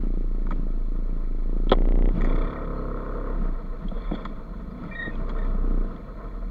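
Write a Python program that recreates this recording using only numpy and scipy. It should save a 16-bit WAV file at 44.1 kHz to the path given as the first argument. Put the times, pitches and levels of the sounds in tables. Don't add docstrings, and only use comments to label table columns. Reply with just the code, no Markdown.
import sys
import numpy as np
from scipy import signal
from scipy.fft import rfft, irfft, next_fast_len
from scipy.io import wavfile

SR = 44100
rng = np.random.default_rng(int(sys.argv[2]) if len(sys.argv) > 2 else 0)


def store_wav(level_fs):
    pcm = np.round(np.clip(np.atleast_2d(level_fs), -1, 1) * 32767)
    wavfile.write(sys.argv[1], SR, pcm.T.astype(np.int16))


def boost_factor(decibels):
    exponent = np.asarray(decibels, float) / 20
    return 10 ** exponent


N = 286650
TIME = np.arange(N) / SR
START_TURNS = .327


def unit(x):
    return x / np.sqrt(np.mean(x ** 2) + 1e-20)


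def curves(rows):
    s, *cols = np.transpose(rows)
    return [np.interp(TIME, s, c) for c in cols]


def wobble(rate):
    knots = rng.standard_normal(int(N * rate / SR) + 4)
    return np.interp(TIME * rate, np.arange(len(knots)), knots)


def humps(s, width, db):
    return sum(d * np.exp(-((TIME - c) / w) ** 2) for c, w, d in np.broadcast(s, width, db))


def filtered(x, response):
    m = next_fast_len(N + SR // 8)
    return irfft(rfft(x, m) * response(np.fft.rfftfreq(m, 1 / SR)), m)[:N]


def through(x, modes):
    def response(f):
        total = 0
        for k, (centre, width, db) in enumerate(modes):
            damping = 1j * f * width
            total = total + (-1) ** k * boost_factor(db) * damping / (centre * centre - f * f + damping)
        return total
    return filtered(x, response)


def coloured(x, points):
    hz, db = np.transpose(points)
    return filtered(x, lambda f: boost_factor(np.interp(np.log(f + 1), np.log(hz), db, -90, -90)))


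# time in seconds, rate in Hz.
SWING_RATE = [(0, 29.035), (.35, 28.544), (.8, 27.551), (1, 28.995), (1.35, 26.655), (1.7, 29.21),
              (1.85, 29.462), (2, 29.551), (2.15, 31.531), (2.3, 27.891), (2.45, 30.726), (2.7, 32.973),
              (3.25, 33.76), (3.55, 28.438), (5.15, 28.439), (5.4, 30.59), (5.9, 29.28), (6.5, 30)]
# time in seconds, level in dB.
SWING = [(0, -23), (1.3, -24.5), (1.65, -21.5), (1.8, -18), (2.08, -17), (2.4, -21), (2.6, -30.5),
         (3.25, -29.5), (3.45, -22.5), (3.6, -28), (4.15, -29.5), (4.55, -38.5), (5.05, -38), (5.18, -26.5),
         (5.81, -20.5), (5.97, -41.5), (6.5, -40)]
# time in seconds, loss in dB.
CHECKS = [(2.155, 9), (2.53, 15), (3.04, 4), (3.63, 7.5), (3.8, 12), (4.04, 11), (4.21, 7), (4.75, 13),
          (5.3, 3.5)]
# time in seconds, share of random drift.
COASTING = [(3.55, 0), (3.7, 1), (5.0, 1), (5.12, 0.041), (5.93, 0.0037), (6.0, 1)]
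# time in seconds, knock in dB.
STOP = [(0, 1.5), (.3, -2.5), (.8, -3.5), (1.2, -4), (1.5, 0.5), (3.4, -1.5), (5.3, -23.5), (5.57, -15),
        (5.65, 0.5)]


def mount():
    hz = curves(SWING_RATE)[0]
    check_s, loss_db = np.transpose(CHECKS)
    reach = np.sqrt(2) * boost_factor(curves(SWING)[0] - humps(check_s, .04, loss_db))
    turns = START_TURNS + np.cumsum(hz) / SR + 0.25 * curves(COASTING)[0] * wobble(9)
    angle = 2 * np.pi * turns

    idling = np.clip((2.1 - TIME) / 0.18, 0, 1)
    swing = np.cos(angle) + boost_factor(-19.5) * np.cos(2 * angle + 1.8) + boost_factor(-26) * np.cos(3 * angle)
    swing = reach * (swing + boost_factor(-23.5) * idling * np.cos(1.5 * angle))

    gap = .062
    place = reach * np.cos(2 * np.pi * (turns + .02)) + gap
    strikes = (place < 0) & (np.roll(place, 1) >= 0)
    speed = np.sqrt(np.abs(reach ** 2 - gap ** 2)) * boost_factor(curves(STOP)[0] + 2.2 * wobble(25))
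    upper = np.diff(np.floor(turns + .275), prepend=0) * np.clip(reach / .14 - 1, 0, .15)

    t = np.arange(SR // 40) / SR
    knock = -np.sin(2 * np.pi * 250 * t - 1.3) * (t / 0.0017) ** 2 * np.exp(2 - t / 0.0008)
    push = np.sin(2 * np.pi * 420 * t) * (t / 0.00078) * np.exp(1 - t / 0.00056)
    blows = signal.fftconvolve(strikes * speed, knock) + boost_factor(-1) * signal.fftconvolve(upper, push)
    tick = through(upper * boost_factor(3.5 * wobble(25)), [(2020, 200, 6.5), (3290, 680, -8)])
    return swing + blows[:N] + boost_factor(4.5) * tick, hz


# time in seconds, rate in Hz.
REV = [
    (2.2, 30.21),
    (2.4, 34.01),
    (2.5, 34.65),
    (2.75, 33.76),
]


def firing_turns(mount_hz):
    revving = (TIME > REV[0][0]) & (TIME < REV[-1][0])
    return START_TURNS + np.cumsum(np.where(revving, curves(REV)[0], mount_hz)) / SR


# multiple of the firing rate, level in dB.
FIRING = [(1, 0), (2, -9.5), (3, -26.5), (4, -13.5), (5, -11), (6, -26), (7, -10.5), (8, -13.5), (9, -15),
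          (10, -20.5), (11, -22.5), (12, -16), (13, -13.5), (14, -17.5), (15, -13.5), (16, -16), (17, -28),
          (18, -30), (19, -32.5), (20, -33)]
# opening in seconds, shutting in seconds, load in dB.
THROTTLE = [
    (2.33, 3.294, -32.5),
    (5.22, 5.856, -40),
]
# centre in Hz, width in Hz, level in dB.
CAVITY = [(461.5, 55.3, 5.5), (663, 58.3, 2.5), (903.5, 53, -4), (1058.6, 63, 0), (1274, 97, 0),
          (1453, 232, -9)]


def exhaust(turns):
    orders = np.zeros(N)
    for k, db in FIRING[1:]:
        level = boost_factor(db + (k < 8) * humps(3.16, 0.23, [-5]))
        orders += level * (1 + 0.11 * wobble(6)) * np.sin(2 * np.pi * (k * turns + rng.random()))
    fired = np.diff(np.floor(turns + .05), prepend=0) * boost_factor(.8 * wobble(30))
    raps = boost_factor(-17) * unit(through(through(fired, [(1160, 500, 0)]), CAVITY[3:]))

    opens_db_per_s, shuts_db_per_s, shut_db = 150, 121, -50.5
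    loads = []
    for opened, shut, db in THROTTLE:
        slope = np.minimum(opens_db_per_s * (TIME - opened), shuts_db_per_s * (shut - TIME))
        loads.append(db + np.minimum(0, slope))
    load_db = np.max(loads, axis=0)
    load_db = np.where(TIME > THROTTLE[0][1], np.maximum(load_db, shut_db), load_db)
    return np.sqrt(2) * boost_factor(load_db) * (orders + raps)


# time in seconds, speed in Hz, hum in dB.
ENGINE = [(3.3, 68.8, -59), (3.59, 46, -46), (3.91, 36.82, -35), (4.11, 38.27, -31), (4.18, 41.45, -50),
          (4.6, 47.6, -36.5), (5.0, 51, -50.5), (5.3, 63.26, -56), (5.81, 61.33, -43), (6.12, 44.3, -40.5),
          (6.39, 38, -32), (6.5, 38, -28.5)]


def crank_hum():
    hz, hum_db = curves(ENGINE)
    crank = 2 * np.pi * np.cumsum(hz) / SR
    hum = np.clip((TIME - 3.3) / .1, 0, 1) * boost_factor(hum_db) * np.sin(crank)
    creeping = np.interp(TIME, [4.35, 4.55, 4.8, 4.95], [0, 1, 1, 0])
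    half_orders = sum((1 + 0.51 * wobble(13)) * np.sin(crank * order / 2) for order in range(7, 11))
    return np.sqrt(2) * (hum + creeping * boost_factor(-48.5) * half_orders)


# centre in Hz, width in Hz, level in dB.
FRAME = [(94, 46.3, -10), (178.5, 39, 0), (226, 40.6, -2), (302.6, 48.3, -7.5)]
SHELL = [(1860, 210, 4), (2300, 183, 0.5)]
LID = [(3370, 190, 0.5), (4200, 260, -12.5)]
BACK = [(190, 90, -8), (380, 120, -5), (520, 70, 0), (700, 110, -5)]
# shell, cavity, thud, frame and edge level, in dB over the lid.
TICK = (-3, 6.5, -4, -12, 6)
SCRAPE = (11.8, 12, 9.8, 10, 15)
CREAK = (5.7, 20.9, 8, 21.6, 17.6)
THUD = (5, 10, 27, 39, 0)
CATCH = (-14, -16, -24, -30, -3.5)
SNAP = (-10, 2, 11.5, -9, -14)
# start in seconds, lid level in dB, length in seconds.
TICKS = [(4.2506, -35, .013), (5.152, -49, .013), (5.2926, -38.5, 0.017), (4.151, -43, .012),
         (2.169, -53.5, .0045), (5.9614, -50, .0079)]
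SCRAPES = [(2.2085, -42, .004), (2.2174, -40, .0046), (2.2443, -39.5, .007), (2.254, -45.5, .006),
           (2.326, -50, .005), (2.359, -47, .005), (5.3857, -52, .0074), (5.416, -55.5, 0.0092),
           (5.4466, -56, .012), (0.519, -48.5, .0065)]
CREAKS = [(.467, -54, .0059), (.506, -49, .015), (1.6666, -63, .01), (4.836, -56, .01)]
THUDS = [(.524, -58.5, 0.011), (3.42, -67, .01), (3.842, -64, .013), (3.9153, -59, .0066),
         (4.113, -53, .012), (4.132, -61, 0.034), (5.0723, -55.5, 0.0097), (5.544, -60, .007),
         (5.631, -66.5, .01)]
CATCHES = [
    (1.6942, -23.5, .007),
    (3.8824, -40.5, 0.0133),
]
SNAPS = [
    (1.7157, -13.5, 0.0059),
    (1.7227, -14, .0042),
    (1.7304, -22, 0.0072),
]


def clicks():
    scratch = np.zeros((6, N + SR))
    t = np.arange(SR // 10) / SR
    kinds = [(TICK, TICKS), (SCRAPE, SCRAPES), (CREAK, CREAKS), (THUD, THUDS), (CATCH, CATCHES), (SNAP, SNAPS)]
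    for kind, contacts in kinds:
        for s, db, length in contacts:
            envelope = np.exp(-t / (.4 * length)) * (1 - np.exp(-t / 0.0005))
            burst = rng.standard_normal((6, len(t))) * envelope
            start = round(s * SR)
            scratch[:, start:start + len(t)] += boost_factor(db + np.array([0, *kind])[:, None]) * burst
    lid, shell, cavity, thud, frame, edge = scratch[:, :N]

    ring = boost_factor(16) * through(through(lid, LID), [(3430, 1900, 0)])
    ring += boost_factor(14) * through(shell, SHELL)
    ring += boost_factor(20) * through(cavity, CAVITY[2:])
    body = through(thud, BACK) + through(frame, FRAME[1:])
    ring += boost_factor(24.5) * filtered(body, lambda f: 1 / (1 + 1j * f / 1100) ** 2)
    edge_points = [(4300, 0), (4800, 5), (5500, -9), (7000, 11), (7800, -2.5), (11000, -34.5)]
    return ring + boost_factor(-11.5) * coloured(edge, edge_points)


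# first slip in seconds, last in seconds, pitch in Hz, level in dB, share of the beat sounding.
SQUEALS = [
    (4.949, 5.09, 1867, -34, 1.156),
    (5.385, 5.46, 1824, -50, 0.66),
]
# start in seconds, length in seconds, pitch in Hz, level in dB.
SQUEAKS = [(4.908, .035, 1860, -45.5), (4.91, 0.057, 2360, -45), (2.56, .028, 1870, -50),
           (5.11, .055, 2510, -61.5), (3.966, .028, 3360, -56), (4.003, .05, 3460, -59),
           (4.058, .045, 3400, -60), (4.123, .026, 3330, -51), (4.136, .049, 3400, -47),
           (4.14, 0.029, 4325, -53), (4.0, 0.071, 4280, -61), (2.72, .23, 4200, -68), (4.2, .03, 4800, -71),
           (4.7, .03, 4790, -67)]


def squeal():
    period = 0.03364
    bursts = [(*squeak, -29) for squeak in SQUEAKS]
    for first, last, hz, db, fill in SQUEALS:
        slips = np.arange(first, last, period)
        for s in slips[:-1]:
            bursts.append((s, fill * period, hz, db, -16))
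        bursts.append((slips[-1], fill * period * .75, hz * (1 - .014), db - 6, -16 - 12))

    out = np.zeros(N)
    flutter, drift = boost_factor(2.1 * wobble(120)), 0.75 * wobble(100)
    grit = .4 + wobble(320)
    for s, length, hz, db, octave_db in bursts:
        part = slice(round(s * SR), round((s + length) * SR))
        progress = np.clip((TIME[part] - s) / length, 0, 1)
        phase = 2 * np.pi * hz * TIME[part] + drift[part]
        tone = np.sin(phase) + boost_factor(octave_db) * np.sin(2 * phase)
        roughness = grit[part] if hz > 3000 else 1
        out[part] += roughness * boost_factor(db + 4.5) * np.sin(np.pi * progress ** 0.71) * tone
    return out * flutter


# time in seconds, level in dB over idle.
EFFORT = [(0, 0), (1.66, 1), (2.0, 4.5), (2.3, 15.5), (2.88, 11.5), (3.3, 14), (3.5, 7.5), (3.62, 9.5),
          (3.85, 5), (4.0, 10), (4.17, 11), (4.3, 6.5), (4.72, 5.5), (4.83, 10), (5.3, 10), (6.05, 6.5),
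          (6.3, 7), (6.5, 1.5)]
# time in seconds, rise in dB.
BUMPS = [(0, 7.5), (.55, 7), (1.85, 6), (2.2, 14.5), (2.36, 10), (3.42, 10), (3.85, 5), (4.15, 4),
         (4.3, 4.5), (4.84, 6.5), (5.14, 8), (5.3, 5), (5.5, 8), (5.7, 6.5), (5.92, 6.5)]
# time in seconds, length in seconds, shell rise in dB, lid rise in dB.
SHIFTS = [(1.75, .06, 7, 4), (2.297, 0.063, 5.5, 7), (2.418, 0.15, 9, 10.5), (3.97, .08, -1, 9),
          (4.082, .1, 9, 8), (4.22, .1, 7, 11), (5.0, 0.19, 10, 10), (5.4, 0.11, 1.5, 6)]


def case_noise(turns):
    effort = curves(EFFORT)[0]
    bump_s, bump_db = np.transpose(BUMPS)
    shift_s, length, shell_db, lid_db = np.transpose(SHIFTS)
    frame_db = -44.5 - 0.09 * effort + humps(bump_s, 0.087, bump_db)
    roar_db = -57 + effort
    whine_db = -70 + 0.32 * effort + humps(shift_s, length, shell_db)
    rub_db = -77.5 + 0.47 * effort + humps(shift_s, length, lid_db)

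    beat = np.cos(2 * np.pi * (turns + 0.3))
    loaded = np.interp(TIME, [2.2, 2.27, 2.7, 2.8], [0, 1, 1, 0])
    bite = loaded * np.cos(2 * np.pi * (turns + 0.76))
    roar_db = roar_db + 3 + 0.71 * beat
    whine_db = whine_db - 0.5 + 4.5 * (1 - loaded) * beat + 10 * bite
    rub_db = rub_db - 0.5 + 0.7 * beat + 7 * bite

    def ringing(depth_db, rate, modes):
        return unit(through(boost_factor(depth_db * wobble(rate)) * rng.standard_normal(N), modes))

    frame = boost_factor(frame_db + 0.5) * ringing(1.4, 32, FRAME)
    roar = boost_factor(roar_db) * ringing(2.15, 35, CAVITY + [(1866, 117, -12.5)])
    whine = boost_factor(whine_db) * ringing(1.8, 35, [(2020, 250, -5), (2330, 110, -1.5), (1860, 80, -6.5)])
    rub = boost_factor(rub_db) * ringing(2.5, 49, [(3332, 110, 2.0), (3530, 110, 2.5), (4330, 230, -10.0)])
    return frame + roar + whine + rub


def surroundings():
    fans = boost_factor(-72) * unit(through(rng.standard_normal(N), [(4175, 200, 4), (2600, 40, -2)]))
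    road_points = [(12, -11), (30, -2), (60, -6.5), (120, -8.5), (160, -14)]
    road = boost_factor(-51) * unit(coloured(rng.standard_normal(N), road_points))
    return fans + road


def scene():
    shake, mount_hz = mount()
    turns = firing_turns(mount_hz)
    motor = exhaust(turns) + crank_hum()
    return (shake + motor + clicks() + squeal() + case_noise(turns) + surroundings())[None]


def roll_off(x):
    return signal.sosfilt(signal.butter(12, 16040, fs=SR, output="sos"), x)


# frequency in Hz, level in dB.
HISS = [(500, -8.5), (3000, -6.5), (6900, 1), (7400, -4.5), (12000, -5.5), (15900, -3)]


def record(dry):
    eased = dry[0] * np.clip(TIME / .01, 0, 1)
    dull = filtered(eased, lambda f: 1 / (1 + (f / 5000) ** 6) + boost_factor(-29.5))
    rounded = dull / (1 + np.abs(dull / .6) ** 4) ** (1 / 4)
    hiss = boost_factor(-78.5) * unit(coloured(rng.standard_normal(N), HISS))
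    return roll_off((rounded + hiss)[None])


dry = scene()
out = record(dry)
store_wav(out)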